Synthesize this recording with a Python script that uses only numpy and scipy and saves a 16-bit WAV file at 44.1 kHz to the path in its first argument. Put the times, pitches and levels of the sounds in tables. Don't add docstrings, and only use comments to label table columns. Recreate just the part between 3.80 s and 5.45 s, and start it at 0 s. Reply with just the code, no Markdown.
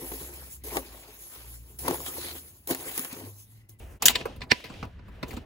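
import sys
import numpy as np
from scipy import signal
from scipy.fft import rfft, irfft
from scipy.io import wavfile
from scipy.ndimage import uniform_filter1d

SR = 44100
rng = np.random.default_rng(int(sys.argv[2]) if len(sys.argv) > 2 else 0)


def store_pcm(level_fs):
    pcm = np.round(np.clip(level_fs, -1, 1) * 32767).astype(np.int16)
    wavfile.write(sys.argv[1], SR, np.atleast_2d(pcm).T)


N = 72765

# start_s, thump_db, body_db, knock_db, click_db, snap_db, sizzle_db, rise_s, hold_s, t60_s, left_over_right_db
CLACK_EVENTS = [(0.222, -50, -45, -29, -31.5, -21, -23.5, 0.0012, 0.0033, 0.024, 1.5),
                (0.228, -53, -41, -33.5, -31.5, -36, -31, 0.0022, .005, 0.062, -0.5),
                (.256, -35.5, -30, -28.5, -17.5, -8.5, -9.5, 0.00046, 0.003, 0.072, 0),
                (.2825, -48, -41, -42, -28.5, -39.5, -29, 0.0069, .008, 0.04, 13),
                (0.2834, -37, -57, -36.5, -9.5, -5, -7.5, 0.0038, 0.00052, 0.0051, -5),
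                (0.295, -37.5, -51, -31, -30, -29, -28.5, 0.0039, 0.01, 0.056, 0.5),
                (0.355, -46, -31.5, -29.5, -22, -31, -37, 0.011, 0.0033, 0.041, 0.5),
                (0.411, -39, -44, -38, -39.5, -67, -69, .003, 0.0017, 0.046, 1),
                (0.455, -40, -28, -29, -43.5, -60, -43, 0.00073, 0.0015, 0.061, 0),
                (0.562, -52.5, -53, -56.5, -60.5, -64, -53.5, 0.0025, 0.0011, 0.064, -2),
                (0.607, -45.5, -45, -46.5, -49.5, -58, -67, 0.0053, 0.0033, 0.048, 2),
                (0.617, -52, -44.5, -40.5, -36.5, -55, -63, 0.00038, 0.0024, 0.072, 0.5),
                (0.635, -42.5, -53, -46, -52.5, -56.5, -56.5, 0.0025, 0.0017, 0.047, 2),
                (0.7162, -28, -30.5, -24, -15.5, -31.5, -41, 0.027, .004, 0.0069, -6),
                (0.718, -17.5, -19, -13.5, -6, -43, -51, 0.00051, 0.00018, 0.002, -1),
                (0.7216, -28.5, -29, -30, -25, -47.5, -40, 0.001, 0.003, .04, -0.5),
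                (0.803, -75, -76, -49, -50, -76, -58, .003, 0.0025, 0.025, 3),
                (0.841, -44, -45.5, -45.5, -41.5, -62, -51.5, 0.0084, 0.0016, 0.15, 3.5),
                (0.898, -40.5, -43.5, -43, -52, -55, -66, 0.0016, 0.004, 0.11, 2),
                (.940, -49, -55, -53, -51, -77, -72, .012, 0.0014, 0.052, -3),
                (1.028, -32, -34.5, -33, -44, -75.5, -58.5, 0.005, 0.0016, 0.081, 0),
                (1.052, -44, -52, -68.5, -59.5, -65, -58.5, 0.0015, .003, 0.02, -0.5),
                (1.192, -54, -53, -56, -64.5, -86.5, -86, 0.0035, 0.0055, 0.038, -3),
                (1.282, -48.5, -56, -56, -66, -69.5, -66.5, .015, 0.0076, 0.061, 3),
                (1.429, -25, -31, -31.5, -35, -51, -49.5, 0.0034, 0.0024, 0.054, 1),
                (1.482, -49, -49, -69, -56.5, -51.5, -51, 0.0093, 0.0053, 0.18, 2.5),
                (1.508, -43, -53, -51, -45.5, -78, -48, .003, 0.003, 0.08, 1),
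                (1.531, -53, -52, -42, -50, -56, -55, .003, 0.002, 0.036, 0),
                (1.537, -39.5, -63, -49.5, -56, -51.5, -52.5, 0.0021, 0.0039, 0.071, -0.5),
                (1.568, -37, -62, -48.5, -45.5, -45.5, -52.5, .012, 0.0027, 0.017, 1),
                (1.572, -35, -49, -41.5, -50, -59, -56.5, .003, 0.0077, 0.038, 5)]
PART_LIMITS_HZ = [80, 320, 700, 1500, 2700, 4800, 8500, 15600]
PART_PAN_SHARE = [0, .5, .5, 1, 1, 1, .3]
# mode_hz, level_db, t60_s
HOUSING_MODES = [(122, -4.5, .06), (240, 9, 0.041), (436.6, 5.5, 0.025), (778, -5, 0.017), (988, -2, 0.097),
                 (1790, -5.5, 0.032), (2056, 1, 0.01), (2475, 1, 0.01), (2886, 0.5, 0.0083),
                 (3640, -11, .025), (4300, -22, .02), (4860, -4.5, 0.013), (6000, -5, .006),
                 (7290, 8, .004), (12420, -11, .006)]
# time_s, scrape_db, low_rubbing_db, treble_db
SLIDING_LEVELS = [(0, -57, -53, -61.5), (.17, -68, -58.5, -61), (.25, -40, -37, -84),
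                  (.31, -36.5, -46.5, -66), (.39, -42, -42.5, -85), (.5, -53, -45, -102),
                  (.6, -63, -62, -84), (.69, -87, -54, -72.5), (.74, -45, -51.5, -79),
                  (.83, -50, -53.5, -84), (.95, -52, -50.5, -76.5), (1.02, -52, -52, -78),
                  (1.08, -64, -51, -77), (1.2, -72, -88, -99), (1.29, -66, -65.5, -76.5),
                  (1.41, -62.5, -53.5, -77.5), (1.51, -52.5, -44.5, -58), (1.59, -58, -56, -79),
                  (1.65, -68, -55, -78.5)]
# centre_hz, width_hz, level_db
SCRAPE_RESONANCES = [(2010, 500, 0), (2770, 910, 29.5), (3700, 450, 0.5), (4800, 1500, -6)]
# frequency_hz, level_db_per_hz
AIR_SPECTRUM = [(15, -46.5), (25, -18), (70, 0), (97, -31.5), (130, -25.5), (293, -35), (326, -24),
                (863, -28), (1790, -24), (16000, -79.5)]
# time_s, level_db
RUMBLE_LEVELS = [(0.0, -39), (0.022, -45.5), (0.206, -46), (0.33, -46.5), (0.56, -47.5), (0.588, -38.5),
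                 (0.68, -50.5), (0.73, -56.5), (0.826, -77), (0.882, -48.5), (1.08, -44.5), (1.116, -50.5),
                 (1.184, -43.5), (1.392, -48), (1.456, -42.5), (1.484, -47), (1.552, -40), (1.65, -46.5)]
# frequency_hz, level_db
STEREO_WIDTH = [(60, -22), (250, -10), (600, -5.5), (1000, -4.5), (2000, -4.5), (5000, -4), (9000, -12.5),
                (16000, -12.5)]
# frequency_hz, delay_ms
LEFT_DELAY = [(300, -0.12), (1000, -.04), (2200, -.02), (7000, .005), (9600, .27)]

MODES_DB = -3
CONTACT_SCATTER_DB, LARGEST_STEP = 3.5, 2.5
FIRST_BLOW = 5
CLICK_TILT, EVEN_DB = 0.13, 6
FLUTTER_DB, FLUTTER_RATE_HZ = 1.5, 60
AIR_DB, AIR_WAVER_DB, AIR_WAVER_RATE_HZ = -57.5, 2.2, 14
RUMBLE_HZ, RUMBLE_WIDTH_HZ = 59.3, 75
ROOM_T60_S, ROOM_DB, ROOM_DAMP_HZ = 0.2, -27, 6000
DIP_S, DIP_HALF_S = 0.1926, 0.039
TOP_HZ = 16500


def undb(db):
    return 10 ** (np.asarray(db) / 20)


def unit(x):
    return x / np.sqrt(np.mean(x ** 2))


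def band(x, lo_hz, hi_hz):
    return signal.sosfilt(signal.butter(2, [lo_hz, hi_hz], "bandpass", fs=SR, output="sos"), x)


def ring(x, hz, width_hz):
    return signal.lfilter(*signal.iirpeak(hz, hz / width_hz, fs=SR), x)


def on_hz(table, size):
    rows = np.array(table)
    bins_hz = np.fft.rfftfreq(size, 1 / SR)
    return np.interp(np.log(bins_hz + 1), np.log(rows[:, 0]), rows[:, 1])


def curve(table, col):
    rows = np.array(table)
    return undb(np.interp(np.arange(N) / SR, rows[:, 0], rows[:, col]))


def walk(rate):
    k = int(SR / rate)
    noise = rng.standard_normal(N + 2 * k)
    smooth = uniform_filter1d(uniform_filter1d(noise, k), k)
    return unit(smooth[k:N + k])


def diffuse(x):
    size = x.shape[-1]
    shared = rfft(x[0])
    unrelated = rfft(x[1]) * undb(on_hz(STEREO_WIDTH, size))
    return irfft(np.array([shared + unrelated, shared - unrelated]), size)


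def contact_noise(shape):
    noise = rng.standard_normal(shape)
    steps = np.minimum(rng.exponential(size=shape), LARGEST_STEP)
    return unit(noise * undb(CONTACT_SCATTER_DB * steps))


def clacks():
    size, lead = 8192, 2048
    contacts = contact_noise((len(CLACK_EVENTS), 2, size))
    contacts[:, 0, lead + 1] = FIRST_BLOW
    drive = np.zeros((len(PART_LIMITS_HZ) - 1, 2, N + 2 * size))
    for event, grains in zip(CLACK_EVENTS, contacts):
        start_s, thump, body, knock, click, snap, sizzle, rise_s, hold_s, t60_s, pan_db = event
        i = int(start_s * SR)
        t = (np.arange(size) - lead + i) / SR - start_s
        rise_db = 60 * t / max(rise_s, 1e-4)
        decay_db = -60 * np.maximum(t - hold_s, 0) / max(t60_s, 1e-3)
        envelope = undb(np.where(t < 0, rise_db, decay_db))
        tilt = CLICK_TILT * (knock - snap - EVEN_DB)
        parts_db = np.array([thump, body, knock, click + tilt, click - tilt, snap, sizzle])
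        sides_db = np.outer(PART_PAN_SHARE, [pan_db / 2, -pan_db / 2])
        gains = undb(parts_db[:, None] + sides_db)
        first = size + i - lead
        drive[:, :, first:first + size] += gains[:, :, None] * diffuse(envelope * grains)
    ranges = zip(drive, PART_LIMITS_HZ, PART_LIMITS_HZ[1:])
    return sum(housing(force[:, size:size + N], lo, hi) for force, lo, hi in ranges)


def housing(x, lo_hz, hi_hz):
    def respond(force):
        bare = band(force, lo_hz, hi_hz)
        modes = 0
        for hz, db, t60_s in HOUSING_MODES:
            if lo_hz <= hz < hi_hz:
                width_hz = np.log(1000) / np.pi / t60_s
                gain = undb(db) * np.sqrt((hi_hz - lo_hz) * t60_s / 8)
                modes = modes + gain * ring(bare, hz, width_hz)
        return bare + undb(MODES_DB) * modes

    impulse_energy = np.sum(respond(signal.unit_impulse(8192)) ** 2)
    return respond(x) / np.sqrt(impulse_energy)


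def sliding():
    flutter = undb(FLUTTER_DB * walk(FLUTTER_RATE_HZ))
    noise = diffuse(rng.standard_normal((2, N))) * flutter
    scrape = unit(sum(undb(db) * ring(noise, hz, width_hz) for hz, width_hz, db in SCRAPE_RESONANCES))
    rubbing = unit(band(noise, 170, 700))
    rustle = unit(band(noise, 3800, 17000))
    return (curve(SLIDING_LEVELS, col=1) * scrape + curve(SLIDING_LEVELS, col=2) * rubbing
            + curve(SLIDING_LEVELS, col=3) * rustle)


def room(x):
    t = np.arange(SR // 2) / SR
    tail = rng.standard_normal((2, len(t))) * undb(-60 * t / ROOM_T60_S)
    tail = tail * (t > .004)
    tail = signal.lfilter(*signal.butter(1, ROOM_DAMP_HZ, fs=SR), tail)
    tail = tail / np.sqrt(np.sum(tail ** 2) / 2)
    mono = x.mean(axis=0)[None]
    return undb(ROOM_DB) * signal.fftconvolve(mono, tail, axes=1)[:, :N]


def kitchen():
    air_noise = diffuse(rng.standard_normal((2, N)))
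    air = unit(irfft(rfft(air_noise) * undb(on_hz(AIR_SPECTRUM, N)), N))
    noise = diffuse(rng.standard_normal((2, N)))
    once = ring(noise, RUMBLE_HZ, RUMBLE_WIDTH_HZ)
    rumble = unit(ring(once, RUMBLE_HZ, RUMBLE_WIDTH_HZ))
    waver = undb(AIR_WAVER_DB * walk(AIR_WAVER_RATE_HZ))
    return undb(AIR_DB) * air * waver + rumble * curve(RUMBLE_LEVELS, col=1)


def scene():
    t = np.arange(N) / SR
    hits = clacks()
    dip = np.clip(np.abs(t - DIP_S) / DIP_HALF_S, .02, 1) ** 1.05
    return (hits + room(hits) + sliding() + kitchen()) * dip


def record(dry):
    delay_s = on_hz(LEFT_DELAY, N) / 1000
    turn = np.exp(-2j * np.pi * np.fft.rfftfreq(N, 1 / SR) * delay_s)
    ports = np.array([irfft(rfft(dry[0]) * turn, N), dry[1]])
    top_cut = signal.ellip(10, .2, 90, TOP_HZ, fs=SR, output="sos")
    return signal.sosfilt(top_cut, np.tanh(ports))


dry = scene()
out = record(dry)
store_pcm(out)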